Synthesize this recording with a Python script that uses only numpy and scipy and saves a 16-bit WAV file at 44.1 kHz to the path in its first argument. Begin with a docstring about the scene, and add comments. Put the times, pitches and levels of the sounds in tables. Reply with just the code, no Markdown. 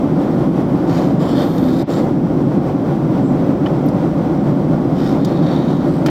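"""Airliner cabin with a hand on the camera

At a window seat in cruise, airflow and engines roar through the wall over a faint low hum and the
hiss of the vents. A hand shifts its grip on the camera: skin slides and squeaks on the case, fingers
knock it, and one briefly covers the microphone opening. Two soft low bumps are heard too."""
import sys
import numpy as np
from scipy import signal
from scipy.fft import rfft, irfft
from scipy.io import wavfile
from scipy.ndimage import uniform_filter1d

SR = 44100
rng = np.random.default_rng(int(sys.argv[2]) if len(sys.argv) > 2 else 0)


def master_out(mix):
    """Clip the mix to full scale and print it as 16-bit PCM to the path in sys.argv[1]."""
    frames = np.transpose(np.atleast_2d(mix))
    ceiling = np.clip(frames, -1, 1)
    pcm = np.round(ceiling * 32767).astype(np.int16)
    wavfile.write(sys.argv[1], SR, pcm)


N = 268993
T = np.arange(N) / SR
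HZ = np.fft.rfftfreq(N, 1 / SR)

# pitches that the camera case boosts or weakens: f/Hz, width/Hz, boost/dB
CASE_RESONANCES = [(3210, 510, 4), (3700, 430, 0), (5500, 250, -0.5), (6220, 320, -1.5), (7850, 300, -1.5),
                   (10300, 400, -3.5)]


def roar(swell_db, flutter_db, level_db=-14, split_hz=420):
    """Rushing air and engines shake the wall and make the cabin ring; the bass stays steadiest."""
    # tone of the noise through the wall: f/Hz, relative level/dB
    spectrum = [(20, -37), (30, -31.5), (38, -25.5), (60, -25), (72, -18), (110, -13.5), (145, -1),
                (210, -5), (330, -4), (430, -12.5), (760, -19.5), (1150, -27.5), (1700, -38.5), (3000, -49)]
    # resonances of the cabin and its panels: f/Hz, width/Hz, boost/dB
    resonances = [(161, 46, 1), (271.6, 29.3, 4), (326, 4, -1.5), (402, 20, -4.5), (447, 26, -3),
                  (527, 17, 3), (578.6, 24, 5), (765, 41, 3.5), (1437, 55, 3.5), (2090, 250, 2)]
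    noise = amp(level_db) * colour(rng.standard_normal(N), shape(spectrum, resonances))
    bass = below(noise, split_hz)
    return bass * amp(0.18 * swell_db) + (noise - bass) * amp(1.09 * swell_db + flutter_db)


def airflow():
    """The uneven airflow makes the level swell slowly and flutter quickly; gives both in dB."""
    # the slow swell: t/s, relative level/dB
    swell_points = [(0, 0.5), (.35, 0.5), (.65, -0.8), (1, 2), (1.15, -0.1), (1.4, 2), (1.7, -2), (2, 2),
                    (2.2, -3), (2.5, -0.8), (4, 0.4), (4.598, -0.7), (5.6, 0.1), (6.05, -0.6)]
    times, db = np.transpose(swell_points)
    swell_db = np.interp(T, times, db - db.mean())
    gusts = drift(rate_hz=8.4)
    flutter_db = 1.5 * (gusts - below(gusts, corner_hz=2.75))
    return swell_db, flutter_db


def skin_slides(slips_per_s=7000, spread_db=2, judder_db=0.94, grip_db=1.05):
    """Sliding skin catches and slips thousands of times a second, ringing the case; the grip wavers."""
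    # hand strokes: start/s, fastest/s, end/s, rub/dB, fizz/dB, cupping/0-1, gap resonance/Hz,
    # finger pitch factor, upper resonance/Hz, its boost/dB, notch/Hz
    strokes = [ (0, 0.335, .43, -61, -70, 0.37, 3250, 1, 15000, 2, 9800),
               (0, .6, 1.2, -56, -70, 0.4, 3250, 1, 10900, 13, 9900),
               (0.857, 0.94, 1.15, -38.5, -53.5, 0.2, 4440, 1.03, 6700, 7, 10100),
               (1.192, 1.214, 1.39, -39, -54, 0.75, 3270, 1.1, 7350, 9.5, 6450),
               (1.276, 1.425, 1.46, -38, -56, 0.9, 3450, 1, 8400, 4, 9900),
               (1.348, 1.535, 1.76, -41.5, -52.5, 0.6, 3530, 0.98, 13500, 9, 10300),
               (1.63, 1.832, 1.832, -40.5, -52.5, 0.7, 3800, 1.02, 7600, 3.5, 10900),
               (1.883, 1.908, 2.08, -37, -50.5, 0.4, 3940, 1.03, 7360, 8, 11000),
               (4.932, 5.056, 5.18, -36.5, -53, 0.44, 3800, 1.02, 5350, 6, 10700),
               (5.15, 5.295, 5.46, -41.5, -63, 0.8, 3740, 0.98, 7400, 3, 6400),
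               (5.41, 5.5, 5.67, -37.3, -66, 1, 3760, 1.045, 11200, 7, 5000),
               (5.6, 5.693, 5.91, -41.5, -66, 0.9, 3760, 1.045, 5500, -1, 4950),
               (5.837, 5.935, 6.05, -45.5, -59, 0.1, 4470, 1.045, 8260, 10, 6600), ]
    # tone of the rubbing: f/Hz, relative level/dB
    rub_spectrum = [(600, 0), (1300, 7.5), (2100, -2), (2750, -7.5), (3200, -4), (4400, -2.5), (5500, -6),
                    (6300, -13), (8000, -22), (11000, -29.5)]
    # tone of its fine, high fizz: f/Hz, relative level/dB
    fizz_spectrum = [(3000, -22), (5000, -5), (7400, 2.5), (9200, -2.5), (10300, -0.5), (12400, -1),
                     (14000, -4), (16000, -11)]
    slips = (rng.random(N) < slips_per_s / SR) * rng.standard_normal(N)
    slips *= amp(spread_db * np.minimum(rng.exponential(1, N), 4))  # a few slips stand out
    rub = colour(slips, shape(rub_spectrum, CASE_RESONANCES))
    rub *= amp(judder_db * drift(rate_hz=59) + grip_db * drift(rate_hz=30))
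    fizz = colour(slips * rng.choice([-1, 1], N), shape(fizz_spectrum, CASE_RESONANCES))
    out = np.zeros(N)
    for start, fastest, end, rub_db, fizz_db, *hand_shape in strokes:
        on = (T >= start) & (T < end)
        speed = np.sin(np.pi / 2 * np.interp(T[on], [start, fastest, end], [0, 1, 0]))
        friction = amp(rub_db) * rub[on] + amp(fizz_db) * fizz[on]
        out[on] += speed * hand_hollow(friction, *hand_shape)
    return out


def hand_hollow(x, cupping, gap_hz, finger_pitch, upper_hz, upper_db, notch_hz, ripple_db=1.5):
    """The air gap under the hand rings, more so when cupped, and rises in pitch as it closes."""
    # narrow peaks and dips between fully cupped fingers: f/Hz, width/Hz, boost/dB
    finger_gaps = [(4100, 150, -7), (4310, 130, 8.5), (4540, 120, -6), (4800, 160, 5.5), (5100, 150, -4),
                   (5400, 200, -0.5), (9050, 350, 6), (12100, 450, 6), (15400, 600, 10)]
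    dip_hz = 0.76 * gap_hz
    resonances = [
        (gap_hz, 0.12 * gap_hz, 10 * cupping),
        (dip_hz, 0.07 * gap_hz, -8.5 * cupping),
        (upper_hz, 0.1 * upper_hz, upper_db),
        (notch_hz, 0.05 * notch_hz, -13),  # the echo off the palm cancels this pitch
    ]
    resonances += [(f * finger_pitch, width, cupping * db) for f, width, db in finger_gaps]
    hz, t, frames = signal.stft(x, SR, nperseg=512)
    glide = 1 + 0.1 * (t - t.mean())  # up by a tenth each second
    boost_db = sum(db * bell(hz[:, None], f * glide, width) for f, width, db in resonances)
    # fine resonances come and go as the skin folds
    ripple = uniform_filter1d(rng.standard_normal(frames.shape[::-1]), size=40, axis=0)
    ripple = unit(uniform_filter1d(ripple, size=3, axis=1).T)
    return signal.istft(frames * amp(boost_db + ripple_db * ripple), SR, nperseg=512)[1][:len(x)]


def finger_taps(thud_hz=300, thud_decay_s=0.015, ring_decay_s=0.0029):
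    """Each tap on the case is a scuff, a ring and a low thud; a fingertip is dull, a nail crisp."""
    # taps: t/s, level/dB, rise/s, scuff decay/s, scuff top/Hz, scuff bottom/Hz,
    # thud against scuff/dB, ring/Hz, ring against scuff/dB
    hits = [ (.978, -32, .001, .006, 6000, 2500, -30, 4400, -6),
            (1.581, -34.5, .001, .005, 11000, 2500, -30, 4370, -8),
            (1.934, -32.5, .001, .005, 7000, 2500, -30, 4300, -8),
            (3.661, -21, 0.001, 0.0028, 3600, 700, -10, 3020, 0),
            (3.6655, -21.5, .0008, 0.0053, 2100, 700, -12, 1830, -12),
            (3.886, -36.5, 0.0013, 0.0052, 5200, 4300, -20, 6200, -6),
            (5.247, -23.5, .0014, 0.0048, 6800, 3600, -22, 3750, -8),
            (6.0605, -17.5, 0.0012, 0.0092, 8500, 400, 14.5, 3050, -13),
            (6.083, -13.5, 0.0028, 0.0069, 2600, 400, -18.5, 3030, -15), ]
    scuff_spectrum = [(400, 2), (1400, 2.5), (2300, -5.5), (4500, -7.5), (9000, -17), (16000, -5)]
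    case = shape(scuff_spectrum, CASE_RESONANCES)
    out = np.zeros(N)
    for start, db, rise, decay, top_hz, bottom_hz, thud_db, ring_hz, ring_db in hits:
        age = np.maximum(T - start, 0)
        bass_cut = 1 - 1 / (1 + (HZ / bottom_hz) ** 8)
        noise = colour(rng.standard_normal(N), case * bass_cut)
        noise = signal.lfilter(*signal.butter(2, top_hz, fs=SR), noise)
        scuff = unit(noise) * np.exp(-age / decay)
        ring = amp(ring_db) * np.sin(2 * np.pi * ring_hz * age) * np.exp(-age / ring_decay_s)
        thud = amp(thud_db) * np.sin(2 * np.pi * thud_hz * age) * np.exp(-age / thud_decay_s)
        out += amp(db) * (1 - np.exp(-age / rise)) * (scuff + ring + thud)
    return out


def window_echo(x, delay_s=0.00163, echo_db=-11):
    """Sound bounces off the nearby window; the echo boosts some pitches and weakens others."""
    return irfft(rfft(x) * (1 + amp(echo_db) * np.exp(-2j * np.pi * HZ * delay_s)), N)


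def low_bumps():
    """Two soft bumps, each a very short low tone."""
    # bumps: t/s, peak/dB, f/Hz, half-length/s, pitch waver/share of f
    bumps = [(1.630, -3.5, 250.3, 0.0066, 0.038), (4.884, -12, 133.8, 0.01, 0.025)]
    return blips(bumps)


def skin_squeaks():
    """Skin on the case gives tiny, high squeaks."""
    # squeaks: t/s, peak/dB, f/Hz, half-length/s, pitch waver/share of f
    squeaks = [(3.275, -53, 7500, 0.052, .05), (3.865, -41, 13500, .0055, .01),
               (3.886, -43, 10600, 0.0046, 0.0067)]
    return blips(squeaks)


def engine_hum(pitch_hz=49.1, level_db=-43.5, waver_hz=0.4, waver_db=2):
    """A slightly unbalanced engine shaft hums faintly through the body of the plane."""
    turns = np.cumsum(pitch_hz + waver_hz * drift(rate_hz=1.4)) / SR
    loudness = amp(level_db + waver_db * drift(rate_hz=1.5))
    return loudness * np.sqrt(2) * np.sin(2 * np.pi * turns)


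def vent_hiss(swell_db, flutter_db, level_db=-50.5):
    """Air hisses out of the vents, swelling along with the roar."""
    # tone of the hiss: f/Hz, relative level/dB
    spectrum = [(1500, -11), (2700, -16), (3150, 0.5), (4200, -3.5), (5800, -5), (6600, -12), (7700, -10.5),
                (9000, -15.5), (11600, -18), (13500, -15.5), (16000, -16.5)]
    hiss = colour(rng.standard_normal(N), shape(spectrum))
    return hiss * amp(level_db + 0.81 * swell_db + flutter_db)


def blips(rows):
    """Brief tones that swell and fade, with unsteady pitch."""
    wander = np.cumsum(drift(rate_hz=450)) / SR
    out = np.zeros(N)
    for peak_s, db, hz, half_length, waver in rows:
        loudness = amp(db) * np.exp(-((T - peak_s) / half_length) ** 2)
        out += loudness * np.sin(2 * np.pi * hz * (T + waver * wander))
    return out


def amp(db):
    """Turns decibels into a factor to multiply by."""
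    return 10 ** (np.asarray(db) / 20)


def unit(x):
    """Scales a signal to an average strength (rms) of 1."""
    return x / np.sqrt(np.mean(x ** 2) + 1e-20)


def bell(hz, centre, width):
    """A bell-shaped hill of height 1 around a frequency."""
    return np.exp(-2 * ((hz - centre) / width) ** 2)


def shape(points, resonances=()):
    """A tone curve through (f/Hz, level/dB) points, fading past both ends, with resonances on top."""
    hz, db = np.transpose(points)
    octave = np.log2(HZ + 1)
    octaves_outside = abs(octave - np.clip(octave, np.log2(hz[0]), np.log2(hz[-1])))
    slope_db = np.interp(octave, np.log2(hz), db) - 20 * octaves_outside
    return amp(slope_db + sum(boost * bell(HZ, f, width) for f, width, boost in resonances))


def colour(x, curve):
    """Filters a signal with a tone curve and scales it to strength 1."""
    return unit(irfft(rfft(x) * curve, N))


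def drift(rate_hz):
    """A random wobble of strength 1, no faster than about the given rate."""
    return colour(rng.standard_normal(N), (HZ > 0) / (1 + (HZ / rate_hz) ** 4))


def below(x, corner_hz):
    """The part of a signal under a frequency."""
    return irfft(rfft(x) / (1 + (HZ / corner_hz) ** 8), N)


def scene():
    """The cabin and the hand together, in one channel."""
    hand = window_echo(skin_slides() + finger_taps()) + skin_squeaks()
    swell_db, flutter_db = airflow()
    cabin = roar(swell_db, flutter_db) + vent_hiss(swell_db, flutter_db) + engine_hum()
    return (cabin + hand + low_bumps())[None]


def record(dry, cover_at_s=1.829, tightest_at_s=1.861, seal_s=0.016, top_hz=16000):
    """A finger on the microphone opening cuts the treble and, pressed tight, dims the roar too."""
    touch_s, hold_s, lift_s = 0.002, 0.023, 0.028
    cover = np.interp(T, cover_at_s + np.cumsum([0, touch_s, hold_s, lift_s]), [0, 1, 1, 0])
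    seal = np.exp(-((T - tightest_at_s) / seal_s) ** 2)
    lows, muffled = below(dry, corner_hz=2200), below(dry, corner_hz=5400)
    mids, treble = muffled - lows, dry - muffled
    heard = amp(-4.5 * seal) * (lows * amp(-11 * seal) + mids + treble * amp(-13 * cover))
    top_cut = signal.firwin(511, top_hz, window=("kaiser", 9), fs=SR)  # removes the highest treble
    return signal.oaconvolve(heard, top_cut[None], "same")


dry = scene()
out = record(dry)
master_out(out)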